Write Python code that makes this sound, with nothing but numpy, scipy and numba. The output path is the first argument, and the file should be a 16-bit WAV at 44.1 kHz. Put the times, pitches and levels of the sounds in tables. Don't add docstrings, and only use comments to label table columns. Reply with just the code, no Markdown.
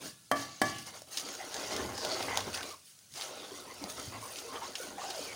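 import sys
import numpy as np
from scipy import signal
from scipy.fft import rfft, irfft
from scipy.io import wavfile
from scipy.ndimage import uniform_filter1d
from numba import njit

SR = 44100
rng = np.random.default_rng(int(sys.argv[2]) if len(sys.argv) > 2 else 0)


def generate_wav(signal):
    frames = np.transpose(np.atleast_2d(signal))
    scaled = np.clip(frames, -1, 1) * 32767
    pcm = np.round(scaled).astype(np.int16)
    wavfile.write(sys.argv[1], SR, pcm)


N = 235974
TIME = np.arange(N) / SR


def undb(db):
    return 10 ** (np.asarray(db) / 20)


def curves(table):
    s, *columns = np.transpose(table)
    return [np.interp(TIME, s, c, left=-120, right=-120) for c in columns]


def add(track, s, sound):
    i = int(s * SR)
    track[i:i + len(sound)] += sound[:N - i]


def together(gains):
    return np.sqrt(sum(np.square(g) for g in gains))


def even(x):
    size = 1500
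    power = uniform_filter1d(uniform_filter1d(x * x, size), size)
    return x / np.sqrt(np.abs(power) + 1e-18)


def walk(rate, size=N):
    return 1.2 * np.interp(TIME[:size] * rate, np.arange(size), rng.standard_normal(size))


def swell(s, length, attack_s, release_s, sag_db):
    age = np.maximum(TIME - s, 0)
    attack = np.minimum(age / attack_s, 1)
    hold = undb(-sag_db * np.minimum(age / length, 1))
    release = np.exp(-np.maximum(age - length, 0) / release_s)
    return attack * hold * release


def colour(x, points):
    hz, db = np.transpose(points)
    size = 4096
    grid = np.maximum(np.fft.rfftfreq(size, 1 / SR), 1)
    cepstrum = irfft(np.log(undb(np.interp(np.log(grid), np.log(hz), db))))
    cepstrum[1:size // 2] *= 2
    cepstrum[size // 2 + 1:] = 0
    return signal.fftconvolve(x, irfft(np.exp(rfft(cepstrum))))[:len(x)]


@njit
def band_pass(x, hz, width):
    y, band, low = np.empty(len(x)), 0., 0.
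    for i in range(len(x)):
        g = np.tan(np.pi * min(hz[i], .45 * SR) / SR)
        v = (band + g * (x[i] - low)) / (1 + g * (g + width[i]))
        band, low, y[i] = 2 * v - band, low + 2 * g * v, width[i] * v
    return y


def resonate(x, hz, width):
    return band_pass(x, hz * np.ones(len(x)), width * np.ones(len(x)))


def resonate_twice(x, hz, width):
    return resonate(resonate(x, hz, width), hz, width)


def clicks(rate, spread_db):
    hit = rng.random(N) < rate / SR
    return hit * rng.choice([-1, 1], N) * undb(spread_db * np.minimum(rng.exponential(size=N), 5))


@njit
def bubbles(kicks, hz, cycles, rise):
    y = np.zeros(len(kicks))
    for i in range(len(kicks)):
        if kicks[i] != 0:
            n, phase = int(cycles * SR / hz[i]) + 2, 0.
            for j in range(min(n, len(y) - i)):
                phase += 2 * np.pi * hz[i] * (1 + rise * j / n) / SR
                y[i + j] += kicks[i] * np.exp(-5 * j / n) * np.sin(phase)
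    return y


# (f/Hz, level/dB)
KITCHEN_COLOUR = [(25, 8), (60, -2), (110, 23), (300, 9.5), (1000, 4), (2500, 2), (4500, 6.5), (10000, 12),
                  (13000, -1.5), (16000, 8)]


def kitchen_quiet():
    return undb(-61.5) * even(colour(rng.standard_normal(N), KITCHEN_COLOUR))


def room(x, wet_db, t60_low, t60_high):
    t = TIME[:SR]
    low = signal.sosfilt(signal.butter(2, 2500, fs=SR, output="sos"), rng.standard_normal(SR))
    high = signal.sosfilt(signal.butter(2, 2500, "high", fs=SR, output="sos"), rng.standard_normal(SR))
    tail = low * np.exp(-np.log(1000) * t / t60_low) + high * np.exp(-np.log(1000) * t / t60_high)
    tail *= np.clip((t - .003) / 0.0026, 0, 1)
    return undb(wet_db) * signal.fftconvolve(x, tail / np.sqrt(np.sum(tail ** 2)))[:N]


# (f/Hz, width as a share of f, level/dB)
POT_AIR_MODES = [(285, .08, -10), (403, .03, -11), (497, .025, -4), (625, .03, -8), (795, .03, -8),
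                 (1070, .08, -9), (1430, .02, -11), (2125, .015, -6), (4645, .02, -5), (6550, .04, -7)]


def in_pot(x):
    air = sum(undb(db) * resonate(x, hz, width) for hz, width, db in POT_AIR_MODES)
    return undb(-0.5) * (x + air)


# (f/Hz, level/dB)
THUD_COLOUR = [(50, -16), (95, 8), (170, 6.5), (260, 0), (350, -2.5), (480, -36), (1000, -40.5)]


def hob_thud():
    return even(colour(rng.standard_normal(SR), THUD_COLOUR)) * np.exp(-TIME[:SR] / 0.15)


# (f/Hz, level/dB)
TICK_COLOUR = [(300, -24), (2000, 1), (5000, -9), (10000, 1.5), (13000, -2.5), (15500, -3)]


def wood_tick():
    return colour(rng.standard_normal(SR) * np.exp(-TIME[:SR] / 0.00062), TICK_COLOUR)


# (f/Hz, level/dB)
CRACK_COLOUR = [(40, -35), (150, -30), (400, -13), (650, 15.5), (1000, 4.5), (1400, 8), (2000, 8.5),
                (2500, -0.5), (3200, -2), (9000, -4), (13000, -15), (15500, -8)]


def wood_crack():
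    return colour(rng.standard_normal(SR) * np.exp(-TIME[:SR] / 0.0056), CRACK_COLOUR)


# (f/Hz, level/dB struck at place 0, level/dB struck at place 1, t60/s)
POT_MODES = [(92.5, -33.5, -32, 0.32), (123, -36, -29, 0.83), (243, -11, -5, 0.043),
             (280, -16.5, -34.5, 0.41), (300, -16, -7, 0.063), (328.5, -30.5, -24.5, 0.76),
             (455, -29.5, -45.5, .35), (537, -15.5, -22, 0.028), (604, -13, -16.5, 0.27),
             (634, 0, 2.5, 0.017), (677, -22, -27, 0.48), (744, 8.5, 3.5, 0.017), (835, -31, -38, .39),
             (915, -34, -23, 0.25), (1096, -29.5, -23, 0.51), (1155, -11, -18, 0.44),
             (1138, -3.5, -13.5, 0.055), (1340, -5, -21, 0.025), (1710, -19.5, -12.5, 0.45),
             (1764, -19.5, -27.5, 0.41), (1720, -4, -7, 0.024), (2070, -33, -33, 0.68),
             (2280, -25, -24.5, 0.42), (3200, -41, -31, 0.29), (3133, -7.5, -15, 0.031),
             (4690, -15, -7, 0.021)]
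WOBBLE_SHARE, WOBBLE_DB, WOBBLE_RATE = 0.0048, 0.5, 59


def pot_ring(place):
    hz, first_db, second_db, t60 = np.transpose(POT_MODES)[:, :, None]
    damped = t60[:, 0] < .1
    sign = (-1) ** np.arange(len(POT_MODES))[:, None]
    gain = sign * undb(first_db + np.clip(place, 0, 1) * (second_db - first_db))
    load = np.array([walk(WOBBLE_RATE, size=SR) for _ in POT_MODES])
    phase = 2 * np.pi * np.cumsum(hz * (1 - WOBBLE_SHARE * load), axis=1) / SR
    modes = gain * np.sin(phase) * np.exp(-np.log(1000) * TIME[:SR] / t60)
    short = modes[damped].sum(axis=0)
    lasting = (modes * undb(-WOBBLE_DB * load))[~damped].sum(axis=0)
    return short, lasting


# (t/s, level/dB, place on the wall 0-1,
# wooden crack level/dB and hob thud level/dB, both relative to the knock)
KNOCK_EVENTS = [(0.057, -43, 1, -5, -18), (0.3135, -18, 0.0, -2.5, -30.5), (0.6155, -16, 0.8, -2, -28.5)]
TICK_DB, CONTACT_S = -5.5, .0007


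def knocks():
    direct, sent = np.zeros(N), np.zeros(N)
    for s, db, place, crack_db, thud_db in KNOCK_EVENTS:
        short, lasting = pot_ring(place)
        soft_onset = 1 - np.exp(-TIME[:SR] / 0.00096)
        blow = undb(db) * (undb(crack_db) * wood_crack() + short) * soft_onset
        ring = undb(db) * lasting
        thud = undb(db + thud_db) * hob_thud()
        add(direct, s, undb(db + crack_db + TICK_DB) * wood_tick())
        add(direct, s + CONTACT_S, blow + ring + thud)
        add(sent, s + CONTACT_S, blow + 0.4 * ring)
    return direct + room(sent, wet_db=-7.5, t60_low=0.54, t60_high=0.48)


# (t/s, level/dB before the envelope, starting f/Hz, decay time/s)
PLOP_AND_THUMP_EVENTS = [(1.019, -24.5, 600, 0.0015), (1.404, -28, 760, 0.0048), (1.795, -29.5, 375, 0.01),
                         (2.049, -11.5, 620, 0.0021), (2.124, -26.5, 623, 0.01), (2.208, -22, 855, 0.0018),
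                         (2.351, -42, 745, 0.0039), (2.373, -8, 830, 0.0015), (2.47, -32, 398, 0.0073),
                         (3.132, -48, 140, 0.01), (3.309, -29, 517, 0.0032), (3.517, -31.5, 393, 0.0064),
                         (3.815, -33.5, 302, 0.0079), (3.838, -39, 197, .014), (3.84, -21.5, 735, 0.0021),
                         (4.074, -35, 107, 0.013), (4.68, -34, 614, 0.0024), (4.8, -27.5, 500, 0.0063),
                         (5.191, -24.5, 497, 0.0046)]


def plops_and_thump():
    out, t = np.zeros(N), TIME[:SR // 8]
    for s, db, hz, decay in PLOP_AND_THUMP_EVENTS:
        shape = (1 - np.exp(-t / 0.0031)) * np.exp(-t / decay)
        add(out, s, undb(db) * shape * np.sin(2 * np.pi * hz * t * (1 + 0.34 * t)))
    return out


# (t/s, peak level/dB before a common 1.5 dB lift, band centre f/Hz, spatter decay time/s)
SMACK_EVENTS = [(0.784, -35, 5840, 0.0081), (1.0196, -35.5, 7500, 0.0026), (1.134, -43, 6500, 0.0015),
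                (1.1723, -24.5, 4700, 0.0071), (1.183, -28, 4930, .003), (1.197, -30.5, 6000, 0.0094),
                (1.288, -31.5, 4500, 0.0022), (1.352, -30, 5540, 0.0015), (1.5434, -22, 5260, 0.0014),
                (1.566, -29, 5340, 0.0032), (1.734, -31, 4800, 0.0018), (1.764, -25, 4430, 0.007),
                (1.978, -30, 5140, 0.0059), (2.049, -23.5, 4370, 0.0033), (2.124, -32, 4500, .005),
                (2.2068, -29, 1890, 0.0058), (2.2255, -29, 3930, 0.0033), (2.356, -29, 4400, 0.0025),
                (2.3735, -13, 4600, 0.0014), (2.4052, -27, 4140, 0.0043), (2.5303, -34, 3020, .0025),
                (2.5435, -28.5, 2840, 0.005), (2.574, -31, 2500, 0.0044), (2.6082, -32, 1800, 0.0017),
                (2.63, -29, 3000, 0.0032), (2.99, -42.5, 7500, 0.002), (3.139, -36.5, 4900, 0.004),
                (3.174, -35, 5530, 0.0078), (3.2111, -27, 3500, 0.0037), (3.22, -30.5, 3770, .007),
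                (3.8402, -26.5, 4500, 0.0015), (3.8995, -32, 5430, 0.0038), (3.993, -42, 1500, 0.0018),
                (3.9982, -31, 5300, 0.0024), (4.3584, -32, 4000, 0.0026), (4.386, -33, 5040, 0.0076),
                (4.557, -37, 1500, 0.0014), (4.754, -25.5, 3570, 0.0063), (5.1027, -32, 4140, 0.012)]


def smacks():
    out, t = np.zeros(N), TIME[:SR // 10]
    for s, db, hz, decay in SMACK_EVENTS:
        snap = 0.35 * rng.standard_normal(len(t)) * np.exp(-t / decay)
        snap[0] += 1
        snap = resonate(snap, hz, 0.92)
        snap = colour(snap, [(6500, 8.0), (7800, 0.5), (9500, 6.5), (13000, -6), (15500, 11.0)])
        add(out, s, undb(db + 1.5) * snap / np.abs(snap).max())
    return out


# (t/s, length/s, first f/Hz and last f/Hz before the waver, level/dB)
GLIDE_EVENTS = [(0.387, 0.18, 4650, 4400, -57.5), (0.65, 0.19, 2840, 2900, -53.5),
                (1.384, 0.047, 2100, 1990, -50.5), (1.76, 0.052, 1790, 1730, -51.5),
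                (1.942, 0.21, 5030, 4500, -44.5), (2.09, 0.099, 4570, 4350, -45),
                (2.111, 0.019, 660, 620, -46), (2.282, 0.072, 2050, 1960, -41),
                (2.55, 0.071, 1740, 1510, -48.5), (2.709, 0.047, 1270, 1000, -52),
                (3.296, 0.24, 3870, 3400, -55), (3.663, 0.085, 960, 1130, -55),
                (3.665, 0.077, 1930, 2070, -57), (3.973, 0.043, 1230, 1450, -49.5),
                (4.131, 0.039, 2150, 1980, -54), (4.136, 0.057, 1020, 1050, -53),
                (4.217, 0.057, 1040, 1090, -49), (4.431, 0.063, 480, 460, -49.5),
                (4.483, 0.11, 1030, 1140, -50), (4.545, 0.033, 3000, 3000, -49),
                (4.61, 0.053, 880, 1110, -45.5), (4.79, 0.055, 1360, 1480, -51),
                (4.974, 0.038, 780, 762, -45), (5.015, 0.032, 1080, 1110, -47),
                (5.037, 0.046, 787, 710, -44.5), (5.082, 0.037, 774, 755, -48),
                (5.145, 0.053, 720, 487, -46.5), (5.266, 0.074, 2300, 2190, -50.5)]
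FLUTTER_DB, NOTE_WIDTH = 1.5, .125
SPIT_DB, SPIT_DB_PER_OCTAVE, SPIT_FROM_HZ = -12.5, 7.5, 1000


def gliding_notes():
    out = np.zeros(N)
    puffs = clicks(2500, 2.7) * undb(FLUTTER_DB * walk(110))
    waver = np.exp(.015 * walk(70))
    for s, length, first_hz, last_hz, db in GLIDE_EVENTS:
        u = (TIME - s) / length
        on = (u > 0) & (u < 1)
        hz = first_hz * (last_hz / first_hz) ** u[on] * waver[on]
        note = resonate_twice(puffs[on], hz, NOTE_WIDTH)
        spit = resonate_twice(puffs[on], hz, .7)
        spit_db = SPIT_DB + SPIT_DB_PER_OCTAVE * np.log2(first_hz / SPIT_FROM_HZ)
        sound = note / note.std() + undb(spit_db) * spit / spit.std()
        sound *= np.sin(np.pi * u[on]) ** 0.4
        out[on] += undb(db) * sound / sound.std()
    return out


# (t/s, length/s, crackle level/dB, finest spray level/dB)
FLURRY_EVENTS = [(0.0, 0.041, -50.5, -54), (0.035, 0.044, -47.5, -52), (0.345, 0.082, -45.5, -53),
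                 (0.45, 0.16, -55, -77), (0.634, 0.065, -44.5, -53), (0.727, 0.1, -52.5, -56.5),
                 (0.851, 0.019, -46, -52), (0.923, 0.055, -53, -58), (1.106, 0.094, -46.5, -50),
                 (1.23, 0.11, -48, -62), (1.51, 0.17, -47, -59), (1.697, 0.028, -41.5, -54),
                 (2.01, 0.22, -49.5, -57), (2.22, 0.054, -63, -53), (2.35, 0.03, -44, -67),
                 (2.526, 0.015, -38.5, -44.5), (2.615, 0.1, -50.5, -57.5), (2.837, 0.067, -63, -61),
                 (3.101, .04, -59, -61), (3.14, 0.12, -46.5, -53), (3.277, 0.29, -58, -78),
                 (3.528, 0.071, -53, -57.5), (3.684, 0.12, -58.5, -89), (3.793, 0.037, -57, -62),
                 (3.876, 0.027, -47.5, -47.5), (3.942, 0.13, -50.5, -56), (4.203, 0.065, -56, -52.5),
                 (4.295, 0.023, -52, -50), (4.35, 0.037, -49.5, -51.5), (4.524, 0.017, -60, -72),
                 (4.613, 0.064, -49, -65), (4.761, 0.078, -51, -51.5), (4.989, 0.11, -49.5, -67),
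                 (5.129, 0.13, -48, -54.5)]
FLURRY_ATTACK_S, FLURRY_RELEASE_S, FLURRY_SAG_DB = 0.021, 0.033, -1
SIMMER_DB, SIMMER_SPRAY_DB = -65, -71
DRAG_CRACKLE_DB, DRAG_SPRAY_DB, SPRAY_GROWTH = -7.5, -32.5, 0.56


def heat(effort_db):
    crackle = [undb(SIMMER_DB), undb(effort_db + DRAG_CRACKLE_DB)]
    spray = [undb(SIMMER_SPRAY_DB), undb(SPRAY_GROWTH * effort_db + DRAG_SPRAY_DB)]
    for s, length, crackle_db, spray_db in FLURRY_EVENTS:
        flare = swell(s, length, FLURRY_ATTACK_S, FLURRY_RELEASE_S, FLURRY_SAG_DB)
        crackle.append(undb(crackle_db) * flare)
        spray.append(undb(spray_db) * flare)
    return together(crackle), together(spray)


def fizz(rate, spread_db, low_hz, high_hz, cycles):
    hz = low_hz * (high_hz / low_hz) ** rng.random(N)
    return bubbles(clicks(rate, spread_db) * hz / high_hz, hz, cycles, 0.072)


def films(lowest_hz, step, width, count):
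    rips = clicks(2400, 1.8)
    total = np.zeros(N)
    for k in range(count):
        hz = lowest_hz * step ** k * np.exp(0.1064 * walk(20))
        total += even(resonate(rips, hz, width)) * undb(3.5 * walk(25))
    return even(total)


# (f/Hz, level/dB)
CRACKLE_COLOUR = [(1200, -16.5), (2500, -3.5), (3400, -2), (4600, 1.5), (6500, 1.5), (7600, -5),
                  (10000, -29.5)]
TEARING_COLOUR = [(600, -6), (1300, -1), (2100, -1), (2900, -0.5), (4000, -3), (8000, -72)]
SPRAY_COLOUR = [(5000, -46), (7800, 1.5), (9500, 8), (11000, -1.5), (13700, -2.5), (14900, 12), (16000, -9)]
GRIT_COLOUR = [(500, -22), (1500, -10.5), (3000, -2), (6500, 2), (8000, -7), (10000, -1), (13000, -10),
               (15500, 2)]
TEARING_DB, TEARING_SHARE = -6.5, 0.7
GRIT_PER_S, GRIT_DB = 60, 14


def sizzle(effort_db, wet_gain):
    crackle_gain, spray_gain = heat(effort_db)
    between = wet_gain ** TEARING_SHARE * crackle_gain ** (1 - TEARING_SHARE)
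    tearing_gain = together([undb(TEARING_DB) * between, undb(-8.5) * crackle_gain])
    snaps = even(even(clicks(5000, 1.7)) + 0.5 * even(clicks(200, 3.0)))

    crackle = even(fizz(1500, 2.6, 2600, 8000, cycles=50))
    crackle += .65 * films(3300, 1.2, .035, count=5) + .9 * snaps
    tearing = .7 * even(fizz(1200, 2.2, 1100, 3600, cycles=20))
    tearing += films(1450, 1.42, .045, count=3) + .7 * snaps
    spray = even(fizz(2000, 0.6, 7650, 11700, cycles=19)) + snaps
    grit = undb(GRIT_DB) * colour(clicks(GRIT_PER_S, 2.0), GRIT_COLOUR)

    return (grit * crackle_gain
            + even(colour(crackle * undb(0.55 * walk(110)), CRACKLE_COLOUR)) * crackle_gain
            + even(colour(tearing * undb(1.1 * walk(90)), TEARING_COLOUR)) * tearing_gain
            + even(colour(spray * undb(2.0 * walk(120)), SPRAY_COLOUR)) * spray_gain)


# (t/s, effort as squelch level/dB, heave level/dB), before the offsets below
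STIRRING_BOUTS = [
    [(1.07, -54.5, -74), (1.192, -46.5, -88), (1.832, -38, -46), (1.892, -44, -45.5), (2.12, -43.5, -62),
     (2.204, -38, -52.5), (2.482, -42, -46.5), (2.726, -48.5, -66), (2.76, -65, -69), (2.85, -73, -78)],
    [(3.11, -76, -64), (3.21, -49, -77), (3.55, -49.5, -63), (3.66, -50, -66), (3.8, -48.5, -59.5),
     (4.2, -46.5, -50), (4.42, -44.5, -75), (4.55, -45, -58), (4.73, -48, -65), (4.89, -43.5, -89),
     (4.95, -51.5, -81), (5.03, -43, -75), (5.35, -43.5, -56.5)],
]
DRAG_DB, HEAVE_DB, DRAG_HZ = -8, -1, 598
# (t/s, length/s, first f/Hz, last f/Hz, squelch level/dB)
PUSHES = [(0.0, 0.071, 478, 248, -48.5), (0.859, 0.024, 680, 890, -49), (0.919, 0.048, 910, 810, -51),
          (1.217, 0.089, 474, 382, -49.5), (1.381, 0.077, 870, 780, -50.5), (1.536, 0.11, 634, 484, -44.5),
          (1.689, 0.17, 660, 345, -40.5), (1.857, 0.2, 830, 855, -46), (2.016, 0.19, 807, 626, -41),
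          (2.167, 0.13, 590, 524, -44), (2.266, 0.13, 970, 930, -40), (2.449, 0.03, 444, 340, -39),
          (2.537, 0.066, 770, 640, -46), (2.615, 0.067, 630, 460, -47.5), (3.143, 0.3, 813, 534, -50),
          (3.413, 0.32, 430, 383, -54), (3.8, 0.099, 302, 550, -47.5), (3.952, 0.068, 674, 390, -48),
          (4.112, 0.052, 1060, 1070, -46.5), (4.226, 0.092, 1050, 1200, -55.5),
          (4.521, 0.044, 910, 860, -41.5), (4.599, 0.042, 830, 935, -46.5), (4.672, 0.024, 620, 490, -48.5),
          (4.815, 0.16, 475, 318, -50.5), (4.964, 0.081, 1050, 920, -48), (5.079, 0.21, 805, 480, -50.5)]
PUSH_ATTACK_S, PUSH_RELEASE_S, PUSH_SAG_DB = 0.021, 0.023, 1.5
PUSH_HEAVE_DB = -22.5


def spoon():
    effort_db, heave_db = np.max([curves(bout) for bout in STIRRING_BOUTS], axis=0)
    drag = undb(effort_db + DRAG_DB)
    pushes, weighted_hz = [], DRAG_HZ * drag ** 2
    for s, length, first_hz, last_hz, db in PUSHES:
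        push = undb(db) * swell(s, length, PUSH_ATTACK_S, PUSH_RELEASE_S, PUSH_SAG_DB)
        glide = first_hz * (last_hz / first_hz) ** np.clip((TIME - s) / length, 0, 1)
        pushes.append(push)
        weighted_hz = weighted_hz + glide * push ** 2
    wet_gain = together([drag] + pushes)
    hz = weighted_hz / wet_gain ** 2
    heave_gain = together([undb(heave_db + HEAVE_DB), undb(PUSH_HEAVE_DB) * together(pushes)])
    return effort_db, hz, wet_gain, heave_gain


# (f/Hz, level/dB)
HEAVE_COLOUR = [(25, -14), (55, -8), (88, 6), (120, 3), (160, -12), (225, 1), (330, -8), (700, -32)]
POCKET_WIDTH_HZ = 710


def squelch(hz, wet_gain, heave_gain):
    jerks = clicks(1800, 4.2) * undb(3.7 * walk(55))
    hz = hz * np.exp(0.08 * walk(45))
    pocket = resonate_twice(jerks, hz, POCKET_WIDTH_HZ / hz)
    overtone = resonate_twice(jerks, 2.1 * hz, .17)
    scatter = np.exp(.42 * np.clip(rng.standard_normal(N), -1.8, 2))
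    small_pockets = bubbles(clicks(650, 3.0), hz * scatter, 19., .4)
    wet = even(even(pocket) + undb(-7.5) * even(overtone) + undb(0.5) * even(small_pockets))
    heave = even(colour(clicks(780, 0.87), HEAVE_COLOUR))
    return wet * wet_gain + heave * heave_gain


def scene():
    effort_db, hz, wet_gain, heave_gain = spoon()
    stirred = in_pot(squelch(hz, wet_gain, heave_gain) + sizzle(effort_db, wet_gain))
    close_sounds = stirred + gliding_notes() + smacks() + plops_and_thump()
    echoes = room(close_sounds, wet_db=-11, t60_low=0.25, t60_high=0.15)
    return (kitchen_quiet() + knocks() + echoes + close_sounds)[None]


TOP_HZ = 15900


def record(dry):
    thin = signal.sosfilt(signal.butter(2, 55, "high", fs=SR, output="sos"), dry)
    return signal.sosfilt(signal.ellip(10, .2, 70, TOP_HZ, fs=SR, output="sos"), thin)


dry = scene()
out = record(dry)
generate_wav(out)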